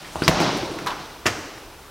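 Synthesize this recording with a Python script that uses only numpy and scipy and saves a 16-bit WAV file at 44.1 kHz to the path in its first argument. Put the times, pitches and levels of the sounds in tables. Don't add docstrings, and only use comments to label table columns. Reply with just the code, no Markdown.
import sys
import numpy as np
from scipy import signal
from scipy.fft import rfft, irfft
from scipy.io import wavfile
from scipy.ndimage import uniform_filter1d

SR = 44100
rng = np.random.default_rng(int(sys.argv[2]) if len(sys.argv) > 2 else 0)


def generate_wav(signal):
    frames = np.transpose(np.atleast_2d(signal))
    scaled = np.clip(frames, -1, 1) * 32767
    pcm = np.round(scaled).astype(np.int16)
    wavfile.write(sys.argv[1], SR, pcm)


def voltage_ratio(decibels):
    exponent = np.asarray(decibels, float) / 20
    return 10 ** exponent


N = 83790


def rms_one(x):
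    return x / np.sqrt(np.mean(x ** 2) + 1e-20)


def at_hz(points, hz, axis=1):
    p = np.array(points)
    return np.interp(np.log(hz), np.log(p[:, 0]), p[:, axis])


def drift(rate):
    r = np.exp(-40 * np.pi * rate / SR)
    white = rng.standard_normal(N // 20 + 2002)
    slow = signal.lfilter([1], [1, -2 * r, r * r], white)[2000:]
    return np.interp(np.arange(N) / 20, np.arange(len(slow)), rms_one(slow))


def bands(pair):
    edges = 24 * 2 ** np.arange(0, 10, 0.5)
    for k, (low, high) in enumerate(zip(edges, edges[1:])):
        band = signal.butter(2, [low, high], "band", fs=SR, output="sos")
        yield np.sqrt(low * high), signal.sosfilt(band, pair[k % 2])


def grains(size, grain_db):
    sizes = voltage_ratio(grain_db * np.minimum(rng.exponential(1, size), 5))
    return rms_one(sizes * rng.standard_normal(size))


def coloured(spectrum, patchy_db, rate, grain_db):
    shared = drift(rate)
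    lowest, highest = spectrum[0][0], spectrum[-1][0]
    out = 0
    for hz, band in bands(grains((2, N), grain_db)):
        outside_db = 0 if lowest <= hz <= highest else -30
        flicker_db = patchy_db * (shared + 1.2 * drift(rate))
        out = out + band * voltage_ratio(at_hz(spectrum, hz) + outside_db + flicker_db)
    return rms_one(out)


def resonate(x, hz, width_hz):
    r = np.exp(-np.pi * width_hz / SR)
    return signal.lfilter([(1 - r * r) / 2, 0, (r * r - 1) / 2], [1, -2 * r * np.cos(2 * np.pi * hz / SR), r * r], x)


def add(out, s, x):
    i = int(s * SR)
    out[i:i + len(x)] += x[:N - i]


def room_air():
    # (frequency [Hz], level [dB])
    air_colour = [(15, -33), (25, 0.5), (166, -8), (185, -17), (326, -5.5), (659, -11.5), (1040, -5.5),
                  (1650, -16.5), (16000, -30.5)]
    return voltage_ratio(-43.5) * coloured(air_colour, patchy_db=0.2, rate=8, grain_db=0)


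def microphone_hiss():
    return voltage_ratio(-57 + 3) * rng.standard_normal((2, N))


def hall(x):
    # (delay [s], level [dB])
    echoes = [
        (.0062, -12),
        (.0125, -12),
        (.019, -23),
        (0.033, -23),
    ]
    # (frequency [Hz], time to fade by 60 dB [s], level [dB])
    tail = [(59.6, 1.6, 2.5), (159, 0.96, -5), (395, 1.59, 6), (1020, 0.85, 1), (2020, 1.12, -1),
            (3500, 1.9, -3.5), (5800, 0.92, 3.5), (9300, 0.75, -1), (14500, 0.47, -13)]
    tail_db, onset_s = -7, 0.016
    near_db, near_fade_s = -5.5, 0.16

    flutter = np.zeros(SR // 10)
    flutter[0] = 1
    for delay, db in echoes:
        flutter[int(delay * SR)] += voltage_ratio(db)
    out = signal.fftconvolve(x, flutter)[:N]

    onset = np.exp(-1 / (onset_s * SR))
    near = voltage_ratio(-120 / (near_fade_s * SR))
    noise = rng.standard_normal((2, N))
    for (hz, struck), (_, diffuse) in zip(bands([x, x]), bands(noise)):
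        far = voltage_ratio(-120 / (at_hz(tail, hz) * SR))
        energy = voltage_ratio(2 * near_db) * signal.lfilter([1 - near], [1, -near], struck ** 2)
        late = signal.lfilter([1 - onset], [1, -onset], struck ** 2)
        far_gain = voltage_ratio(2 * (tail_db + at_hz(tail, hz, axis=2)))
        energy += far_gain * signal.lfilter([1 - far], [1, -far], late)
        out += np.sqrt(energy + 1e-18) * rms_one(diffuse)
    return out


def swish():
    # (time [s], level [dB])
    sweep = [
        (0, -57),
        (.07, -53),
        (.1, -50),
        (.19, -49.5),
        (.25, -39.5),
        (.275, -47),
        (0.299, -47.5),
        (1.9, -77),
    ]
    s, db = np.transpose(sweep)
    band = signal.butter(2, [4470, 10100], "band", fs=SR, output="sos")
    hiss = rms_one(signal.sosfilt(band, rng.standard_normal(N)))
    return voltage_ratio(np.interp(np.arange(N) / SR, s, db) + 2.3 * drift(40)) * hiss


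def rolling():
    # (time [s], weight on the mat [dB], dragging cloth [dB])
    roll = [(0, -45.5, -43), (.14, -46.5, -45), (.2, -37.5, -40), (.27, -36.5, -35), (.31, -22, -26),
            (.39, -20.5, -24.5), (.43, -17.5, -23), (.5, -23, -26.5), (.6, -29.5, -32.5), (.72, -36, -39.5),
            (.85, -37, -42), (1.0, -43, -41), (1.2, -53, -50), (1.4, -46, -49), (1.6, -71, -53),
            (1.9, -81, -59)]
    # (frequency [Hz], level [dB])
    mat_colour = [(29, -43), (50, -38), (145, 7), (229, -0.5), (345, -2), (555, -21), (664, 5.5),
                  (2500, -24.5), (3250, -41), (5500, -120)]
    # (frequency [Hz], level [dB])
    cloth_colour = [(760, -40), (1300, -0.5), (1750, -2.5), (4720, -2.5), (11500, -33), (12500, -29),
                    (15000, -46)]
    s, *levels = np.transpose(roll)
    weight_db, cloth_db = [np.interp(np.arange(N) / SR, s, level) for level in levels]
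    rumble = coloured(mat_colour, patchy_db=0.54, rate=52, grain_db=2.5)
    rasp = coloured(cloth_colour, patchy_db=0.0, rate=76, grain_db=3)
    return voltage_ratio(weight_db) * rumble + voltage_ratio(cloth_db) * rasp


def squeaks():
    # (time [s], level [dB], pitch [Hz], length [s])
    squeak_events = [
        (0.231, -33, 4550, 0.006),
        (0.2366, -22, 4900, 0.004),
        (.2435, -24, 4900, 0.008),
        (0.2515, -30, 5450, 0.005),
    ]
    width_hz, roughness = 500, 0.5
    out, t = np.zeros(N), np.arange(SR // 20) / SR
    noises = rng.standard_normal((len(squeak_events), len(t)))
    for (s, db, hz, length), noise in zip(squeak_events, noises):
        rasp = rms_one(resonate(resonate(noise, hz, width_hz), hz, width_hz))
        whistle = np.sin(2 * np.pi * hz * t)
        swell = np.sin(np.pi * np.clip(t / length, 0, 1))
        add(out, s, voltage_ratio(db) * (whistle + roughness * rasp) * swell)
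    return out


def pops():
    # (time [s], level [dB], length [s], direction [-1 suction, 1
    pop_events = [(.2789, 15, .00027, -1), (.27992, 16, .00011, -1), (.2805, -2, .0003, -1),
                  (.282, 14, .00015, -1), (.2876, -3, .0003, -1), (.288, 6, .0009, 1), (.289, 0, .0005, 1),
                  (.294, 4, .0013, 1), (.2949, -4, .00007, 1), (.2797, 4, .00005, 1), (.2802, 3, .0004, 1),
                  (.2852, -4, .0005, 1), (.2215, -14, .00015, -1), (.4038, -4, .0007, 1),
                  (.4097, -3, .0008, 1), (.4162, -5, .0007, 1), (.4272, -5, .0006, -1),
                  (.4575, -8, .0005, 1), (.2279, -17, .0002, 1), (.781, -22, .0005, 1),
                  (.7896, -17, .0002, 1), (.8638, -16, .0001, -1), (.8695, -16, .0003, 1),
                  (.875, -12, .00015, -1), (.8815, -16, .00015, -1), (1.2565, -13, .0004, -1),
                  (1.2592, -8, .0007, -1), (1.2646, -3, .00015, -1), (1.2658, 5, .0002, 1),
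                  (1.2715, -6, .00015, 1), (1.2885, -12, .00025, 1), (1.577, -21, .0003, -1),
                  (1.5805, -24, .0003, 1)]
    out, t = np.zeros(N), np.arange(SR // 100) / SR
    for s, db, length, way in pop_events:
        pulse = np.sin(np.pi * np.clip(t / length, 0, 2))
        add(out, s, way * voltage_ratio(db - 10 * t / length) * pulse)
    return out


def slaps():
    # (time [s], level [dB], centre pitch [Hz], length [s], top hiss [dB])
    slap_events = [(0.04, -38, 1830, 0.051, -20), (0.156, -28, 2600, 0.0037, 3),
                   (0.2202, -21, 2600, 0.007, 1), (.2268, -24, 3000, .005, -8),
                   (.226, -26, 980, 0.011, -20), (.235, -30, 1260, 0.0085, -8),
                   (0.28, -9.5, 1460, 0.011, 8), (0.2792, -21, 5400, 0.0024, 8),
                   (.2818, -17, 4200, .002, -2), (0.286, -13.5, 2300, 0.0085, -24),
                   (0.311, -14, 920, 0.017, -19), (0.401, -14, 2200, 0.007, 2),
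                   (0.406, -28.5, 4550, 0.043, 8), (.569, -29.5, 9500, 0.012, 0),
                   (0.7865, -24.5, 1330, 0.0093, -3), (.861, -21.5, 1100, 0.0077, -6),
                   (0.868, -25, 3360, 0.03, 1), (.8633, -28.5, 9000, .003, 6),
                   (.867, -19.5, 1170, 0.017, -4.5), (0.888, -28.5, 1020, 0.076, -11),
                   (0.902, -28.5, 3000, 0.021, -6), (1.2564, -13.5, 1810, 0.014, -3.5),
                   (1.257, -20, 600, 0.017, -27.5), (1.265, -13, 1960, 0.0057, -5),
                   (1.2643, -15.5, 5600, 0.0064, 5.5), (1.2685, -20, 5100, 0.015, 0),
                   (1.269, -21, 8700, 0.0066, 1), (1.264, -16, 1270, 0.021, -25),
                   (1.277, -22, 640, 0.017, -25), (1.2575, -18, 810, 0.022, -30),
                   (1.271, -24, 1760, 0.044, -3), (1.26, -21.5, 5660, 0.0049, -8),
                   (1.258, -25.5, 1850, 0.032, -21)]
    width = 0.62
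    out, t = np.zeros(N), np.arange(SR // 5) / SR
    above = signal.butter(2, 4300, "high", fs=SR, output="sos")
    below = signal.butter(2, 11900, fs=SR, output="sos")
    hiss_filter = np.vstack([above, below])
    puffs = grains((len(slap_events), len(t)), 3.5)
    for (s, db, hz, length, top_db), puff in zip(slap_events, puffs):
        shape = voltage_ratio(-20 * t / length) * np.minimum(t / (0.15 * length), 1)
        burst, strength = puff * shape, np.linalg.norm(shape)
        body = resonate(resonate(burst, hz, width * hz), hz, 2 * width * hz)
        body *= strength / np.linalg.norm(body)
        hiss = signal.sosfilt(hiss_filter, burst) * strength / np.linalg.norm(burst)
        add(out, s, voltage_ratio(db) * (body + voltage_ratio(top_db) * hiss))
    return out


def thuds():
    # (time [s], level [dB], pitch [Hz], time to fade by 60 dB [s])
    thud_events = [(0.1573, -8.5, 820, 0.006), (0.159, -25.5, 91, 0.071), (0.2207, -2.5, 330, 0.0099),
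                   (.2205, -14.5, 1493, 0.019), (0.264, -17.5, 290, 0.04), (0.2804, -6, 148, 0.07),
                   (.2805, -12, 1350, .03), (.415, -13, 340, .05), (.53, -17, 380, .05),
                   (.63, -20, 330, .06), (.2805, -18, 645, 0.12), (0.28, -18, 1030, 0.047),
                   (0.289, -15, 70, 0.09), (0.4039, -6.5, 370, 0.041), (.445, -15, 380, 0.038),
                   (.478, -12, 272, 0.033), (.562, -18, 348, 0.035), (0.716, -16.5, 384, 0.022),
                   (.76, -26.5, 340, 0.071), (.868, -16, 1002, 0.05), (.873, -18, 1100, 0.03),
                   (.883, -21, 980, .05), (.897, -23, 1090, .05), (.915, -25, 1020, .05),
                   (1.2575, -18.5, 355, 0.062), (1.262, -21, 99, 0.11), (1.272, -23, 213, 0.091),
                   (1.385, -31, 352, 0.054), (1.2643, -16, 2700, .035), (1.2655, -17, 1750, .035),
                   (1.259, -19, 2350, .04), (1.268, -19, 1390, .04), (1.258, -22.5, 606, 0.046),
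                   (1.281, -23.5, 334, 0.033), (1.44, -33, 39, 0.26)]
    out, t = np.zeros(N), np.arange(SR // 4) / SR
    for s, db, hz, ring in thud_events:
        add(out, s, voltage_ratio(db - 60 * t / ring) * np.sin(2 * np.pi * hz * t))
    return out


def microphone_tone(x):
    octaves = np.log2(np.fft.rfftfreq(N, 1 / SR) / 7050 + 1e-6)
    step_db = -8 * (1 + np.tanh(octaves / 0.17)) / 2
    fall_db = -1.5 * np.maximum(octaves, 0)
    return irfft(rfft(x) * voltage_ratio(step_db + fall_db), N)


def scene():
    bursts = pops()
    to_hall = voltage_ratio(-8)
    in_hall = hall(thuds() + slaps() + squeaks() + to_hall * bursts)
    action = in_hall + (1 - to_hall) * bursts + rolling()
    no_rumble = signal.butter(2, 57, "high", fs=SR, output="sos")
    action = microphone_tone(signal.sosfilt(no_rumble, action)) + swish()
    return action + room_air() + microphone_hiss()


def roll_off(x):
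    return signal.sosfilt(signal.butter(12, 16620, fs=SR, output="sos"), x)


def record(dry):
    duck_from_db, duck_share, duck_attack_s = -17, 0.34, 0.0025
    recovery_db = 41 * np.arange(N) / SR
    level_db = 10 * np.log10(uniform_filter1d(dry.mean(axis=0) ** 2, size=441) + 1e-12)
    held_db = np.maximum.accumulate(level_db + recovery_db) - recovery_db
    over_db = np.maximum(held_db - duck_from_db, 0)
    r = np.exp(-1 / (duck_attack_s * SR))
    ducked = dry * voltage_ratio(-duck_share * signal.lfilter([1 - r], [1, -r], over_db))
    top_cut = signal.ellip(10, 0.5, 50, 15900, fs=SR, output="sos")
    clipped = np.clip(signal.sosfilt(top_cut, ducked), -1, 1)
    return roll_off(clipped)


dry = scene()
out = record(dry)
generate_wav(out)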